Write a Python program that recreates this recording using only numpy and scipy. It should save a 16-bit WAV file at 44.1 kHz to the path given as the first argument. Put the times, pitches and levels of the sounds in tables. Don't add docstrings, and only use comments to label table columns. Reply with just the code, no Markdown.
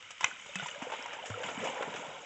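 import sys
import numpy as np
from scipy import signal
from scipy.fft import rfft, irfft
from scipy.io import wavfile

SR = 44100
rng = np.random.default_rng(int(sys.argv[2]) if len(sys.argv) > 2 else 0)


def to_wav(s):
    ch = np.atleast_2d(s).T
    pcm = np.round(np.clip(ch, -1, 1) * 32767)
    wavfile.write(sys.argv[1], SR, pcm.astype(np.int16))


N = 99225
TIME = np.arange(N) / SR
ONSET_CYCLES = 0.87
MEAN_RISE, GLIDE_SPREAD = 0.091, 0.17


def from_db(db):
    return 10 ** (np.asarray(db) / 20)


def rms_one(x):
    return x / np.sqrt(np.mean(x ** 2) + 1e-20)


def level(rows):
    return from_db(np.interp(TIME, *np.transpose(rows)))


def at_hz(points, hz):
    point_hz, db = np.transpose(points)
    return np.interp(np.log(hz), np.log(point_hz), db)


def band_pass(x, order, edges_hz):
    return signal.sosfilt(signal.butter(order, edges_hz, "band", fs=SR, output="sos"), x)


def band_noise(edges_hz):
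    return rms_one(band_pass(rng.standard_normal(N), 2, np.sort(edges_hz)))


def burst(start, attack, decay):
    age = TIME - start
    rise = np.clip(age / attack, 0, 1)
    return rise * np.exp(-np.clip((age - attack) / decay, 0, 60))


def grains(colour, per_s, cycles, spread_db, count):
    out = np.zeros(N)
    for hz in np.geomspace(colour[0][0], colour[-1][0], count):
        born = rng.random(N) < per_s / count / SR
        sizes_db = spread_db * np.minimum(rng.exponential(1, N), 3.5)
        sizes = from_db(sizes_db) * rng.choice([-1, 1], N)
        radius = from_db(-60 * hz / (cycles * SR))
        angle = 2 * np.pi * hz / SR
        poles = [1, -2 * radius * np.cos(angle), radius * radius]
        rings = signal.lfilter([1, -1], poles, born * sizes + 1e-18)
        rings = band_pass(rings, 1, [hz / 2, min(hz * 2, SR / 3)])
        out += from_db(at_hz(colour, hz)) * np.sqrt(hz) * rms_one(rings)
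    return rms_one(out)


def open_air():
    # (frequency [Hz], relative level [dB])
    floor_colour = [(25, 15), (60, 1.5), (120, -1), (300, -23.5), (900, -21), (3000, 3), (8000, -12)]
    hz = np.maximum(np.fft.rfftfreq(N, 1 / SR), 1)
    spectrum = rfft(rng.standard_normal(N)) * from_db(at_hz(floor_colour, hz))
    return from_db(-54.5) * rms_one(irfft(spectrum, N))


def mist():
    # (time [s], level before trim [dB])
    mist_level = [(0, -67), (.19, -63.5), (.26, -47), (.35, -60.5), (.45, -54.5), (.54, -56), (.6, -53.5),
                  (.67, -49.5), (.8, -59), (.99, -56), (1.21, -66), (1.29, -51.5), (1.38, -59),
                  (1.47, -49.5), (1.57, -54), (1.66, -48.5), (1.8, -54.5), (1.88, -58), (1.97, -55.5),
                  (2.25, -60)]
    # (frequency [Hz], relative level [dB per Hz])
    mist_colour = [(4200, -6), (5300, -9), (5800, -7.5), (6500, -0.5), (7200, 1), (7900, -7)]
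    fizzing = grains(mist_colour, per_s=3600, cycles=180, spread_db=5.0, count=28)
    return from_db(-1.5) * level(mist_level) * fizzing


def falling_drops():
    # (time [s], level before trim [dB])
    spray_level = [(0, -50), (.13, -52.5), (.19, -50), (.25, -31.5), (.29, -48), (.35, -48), (.5, -48.5),
                   (.63, -40), (.7, -44.5), (.79, -45.5), (.89, -50), (.95, -41.5), (1.02, -42),
                   (1.22, -47.5), (1.44, -44), (1.55, -44.5), (1.66, -37), (1.74, -42), (1.97, -45.5),
                   (2.25, -49.5)]
    # (frequency [Hz], relative level [dB per Hz])
    spray_colour = [(1150, 5.5), (1450, -3.5), (1800, -10.5), (2250, 7.5), (2600, -4.5), (3000, -1),
                    (3650, -1.5), (4100, -8.5)]
    # (frequency [Hz], relative level [dB per Hz])
    drip_colour = [(1000, -3.5), (1400, 2.5), (2400, -1), (3800, 2.5)]
    patter = from_db(-3.5) * grains(spray_colour, per_s=4200, cycles=32.5, spread_db=1.5, count=64)
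    drips = from_db(-7.5) * grains(drip_colour, per_s=280, cycles=85, spread_db=4.5, count=30)
    return level(spray_level) * (patter + drips)


def gurgles():
    # (frequency [Hz], relative level [dB per Hz])
    slosh_colour = [(350, -29.5), (420, -4.5), (500, 2), (740, -0.5), (920, 3.5), (1130, -7), (1420, -5),
                    (1900, -14)]
    bubbles_per_s, ring_cycles, spread_db = 720, 47.5, 0.5
    lowest_hz, highest_hz = slosh_colour[0][0], slosh_colour[-1][0]
    count = int(bubbles_per_s * N / SR)
    out = np.zeros(N + SR)
    for k, (when, size, strength, bend, turn) in enumerate(rng.random((count, 5))):
        hz = lowest_hz * (highest_hz / lowest_hz) ** size
        t60 = min(ring_cycles / hz, .5)
        start = int((k + when) * N / count)
        age = np.arange(int(t60 * SR)) / SR
        rise = MEAN_RISE + 2 * GLIDE_SPREAD * (2 * bend - 1)
        strength_db = spread_db * min(-np.log(1 - strength), 3)
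        gain = hz * from_db(at_hz(slosh_colour, hz) + strength_db)
        swing = np.minimum(age * hz / ONSET_CYCLES, 1) * np.exp(-np.log(1000) * age / t60)
        cycles = turn + hz * (age + rise * age ** 2 / (2 * t60))
        out[start:start + len(age)] += gain * swing * np.sin(2 * np.pi * cycles)
    return rms_one(out[:N])


def slosh():
    # (time [s], level before trim [dB])
    slosh_level = [(0, -60.5), (.19, -70.5), (.26, -51), (.38, -65.5), (.48, -56.5), (.6, -54), (.8, -50.5),
                   (.94, -49.5), (1.05, -46.5), (1.31, -49), (1.43, -43), (1.55, -46), (1.66, -36),
                   (1.71, -43.5), (1.81, -39.5), (1.86, -43.5), (1.98, -44.5), (2.16, -46.5), (2.25, -53.5)]
    return from_db(-0.5) * level(slosh_level) * gurgles()


def churn():
    # (time [s], level before trim [dB])
    churn_level = [(0, -73), (.19, -76), (.28, -58), (.36, -69.5), (.7, -65), (1.25, -62.5), (1.39, -62.5),
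                   (1.46, -49.5), (1.55, -53.5), (1.66, -40.5), (1.75, -57.5), (1.85, -58.5), (1.96, -48.5),
                   (2.04, -53.5), (2.25, -61.5)]
    # (frequency [Hz], relative level [dB per Hz])
    churn_colour = [(60, -16), (100, -6), (160, 7.5), (260, 7.5), (350, -1), (480, -18.5)]
    eddies = grains(churn_colour, per_s=380, cycles=5.0, spread_db=4, count=14)
    return from_db(-2.5) * level(churn_level) * eddies


def banks(x):
    delay_s, attack_s, t60_s = .012, 0.00057, 0.43
    tail = band_noise((200, 4700)) * burst(delay_s, attack_s, t60_s / np.log(1000))
    unit_energy_tail = tail / np.sqrt(np.sum(tail ** 2))
    return from_db(-22) * signal.fftconvolve(x, unit_energy_tail)[:N]


def slaps():
    # (time [s], splash level [dB], decay [s],
    #   body level re splash [dB], fizz level re splash [dB])
    slap_rows = [(0.0247, -41.5, 0.0032, -19, -19), (0.1047, -42, 0.012, -8, -3),
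                 (0.1807, -42, 0.0024, -22, -14), (0.2066, -35.5, 0.011, -11.5, -5.5),
                 (0.2289, -40.5, 0.0047, 2, -15), (0.461, -56, 0.0053, 11.5, 7.5),
                 (0.555, -32, 0.0056, -7.5, -5.5), (0.596, -40.5, 0.0095, -3.5, -15),
                 (0.628, -46, 0.0059, 8, -42), (0.661, -45.5, 0.0086, -29, 0.5),
                 (0.683, -39, 0.011, -30, -17), (0.818, -44, 0.029, 4, -7), (0.899, -44, 0.0073, 3, -23),
                 (0.918, -39.5, 0.014, 5, -30), (0.935, -43, 0.0099, 5.5, -17),
                 (1.06, -39.5, 0.0045, -7, -9.5), (1.129, -41.5, 0.019, 0, -10.5),
                 (1.256, -40, 0.017, -19, -4), (1.3, -45, 0.0057, 11, -4), (1.431, -38, 0.026, -2.5, -30),
                 (1.484, -40.5, 0.016, 7, -15), (1.6382, -40.5, 0.02, -9, -6), (1.673, -34, 0.003, -9, -18),
                 (1.8241, -36.5, 0.0084, 5, -16), (1.9395, -36.5, 0.0076, -16, -30),
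                 (1.9585, -40.5, 0.016, 2.5, -10)]
    body = band_noise((516, 1400))
    splash = band_noise((1240, 3500))
    fizz = band_noise((4940, 7900))
    rise_share = 0.12
    out = np.zeros(N)
    for start, db, decay, body_db, fizz_db in slap_rows:
        mixture = splash + from_db(body_db) * body + from_db(fizz_db) * fizz
        out += from_db(db) * burst(start, rise_share * decay, decay) * mixture
    return out


def bubble(start, db, hz, t60, rise):
    age = np.clip(TIME - start, 0, 2 * t60)
    phase = 2 * np.pi * hz * (age + rise * age ** 2 / (2 * t60))
    return from_db(db) * burst(start, ONSET_CYCLES / hz, t60 / np.log(1000)) * np.sin(phase)


def air_pockets():
    # (time [s], level [dB], pitch [Hz], t60 [s],
    #   pitch gained over one t60 [share])
    gulp_rows = [(.236, -41, 120.8, 0.034, -0.18), (0.278, -51, 307, 0.1, -0.0069),
                 (0.457, -51, 128, 0.02, 0.16), (0.554, -38.5, 175, 0.2, 0.64),
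                 (0.622, -38.5, 157.6, 0.073, 0.019), (.821, -33.5, 248, 0.035, 0.13),
                 (.99, -46.5, 253, 0.068, 0.22), (1.298, -33.5, 104, 0.21, .04),
                 (1.298, -36.5, 238, 0.023, .1), (1.574, -35, 212, 0.035, -0.055),
                 (1.598, -45, 167, .04, 0.43), (1.622, -37, 210, 0.028, 0.14),
                 (1.872, -38.5, 244, 0.037, .1), (1.876, -47.5, 150, 0.06, 0.09),
                 (1.917, -48, 237, .04, .1)]
    # (time [s], level [dB], pitch [Hz], t60 [s])
    plop_rows = [(.209, -29, 1010, 0.043), (.229, -34.5, 884, 0.059), (0.312, -34.5, 1480, 0.037),
                 (0.491, -42, 558, 0.096), (.558, -30.5, 2556, 0.062), (.597, -29.5, 1460, 0.047),
                 (.622, -38.5, 720, .035), (0.659, -29.5, 973, 0.045), (.757, -40, 574, 0.14),
                 (.817, -32.5, 927, 0.03), (.85, -39, 710, 0.064), (.868, -33, 496, 0.056),
                 (.899, -36, 1027, 0.043), (0.9183, -37, 878, 0.11), (1.005, -40, 945, 0.047),
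                 (1.025, -33, 5340, 0.0092), (1.058, -28.5, 926, 0.016), (1.187, -36, 913, 0.079),
                 (1.239, -34.5, 756, 0.036), (1.3411, -31.5, 1370, 0.038), (1.374, -35.5, 507, 0.079),
                 (1.402, -35, 499, 0.11), (1.502, -38, 787, 0.02), (1.634, -29.5, 490, 0.036),
                 (1.648, -30.5, 640, 0.066), (1.671, -27.5, 880, 0.016), (1.761, -37, 972, 0.1),
                 (1.808, -25, 535, 0.022), (1.878, -33, 423, 0.034), (1.947, -32, 455, 0.017)]
    rises = rng.normal(MEAN_RISE, GLIDE_SPREAD / 2, len(plop_rows))
    gulps = sum(bubble(*row) for row in gulp_rows)
    plops = sum(bubble(*row, rise) for row, rise in zip(plop_rows, rises))
    return gulps + plops


def smack():
    # (delay after the hit [s], pitch [Hz], level before trim [dB], t60 [s])
    ring_rows = [(0, 1066, -1.5, .014), (0, 1400, -9.5, .022), (0, 2090, 1.5, .016),
                 (.0005, 2520, 0.5, .016), (.0014, 3030, -10, .017), (.002, 3720, -7.5, .013),
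                 (.0006, 5100, -15.5, .009), (.0005, 5650, -10.5, .009), (.0006, 6090, -6, .01),
                 (.001, 6930, -11, .014), (.001, 7450, -9, .012)]
    hit_s, attack_s, splash_decay_s = .2421, 0.0011, .002
    rings = np.zeros(N)
    for delay, hz, db, t60 in ring_rows:
        start = hit_s + delay
        swing = burst(start, attack_s, t60 / np.log(1000))
        rings += from_db(db) * swing * np.sin(2 * np.pi * hz * (TIME - start))
    splash = burst(hit_s, attack_s, splash_decay_s) * band_noise((1400, 3600))
    return from_db(-15) * rings + from_db(-22) * splash


def scene():
    stirred_water = mist() + falling_drops() + slosh() + churn()
    water = stirred_water + slaps() + air_pockets() + smack()
    return (water + banks(water) + open_air())[None]


def record(dry):
    # (frequency [Hz], width [Hz], gain [dB])
    microphone = [(1155, 172, -6), (2950, 187, 5), (4265, 2270, -13)]
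    x = signal.sosfilt(signal.butter(2, 102, "high", fs=SR, output="sos"), dry)
    for hz, width, db in microphone:
        resonance = signal.lfilter(*signal.iirpeak(hz, hz / width, fs=SR), x)
        x = x + (from_db(db) - 1) * resonance
    return signal.sosfilt(signal.butter(32, 7950, fs=SR, output="sos"), x)


dry = scene()
out = record(dry)
to_wav(out)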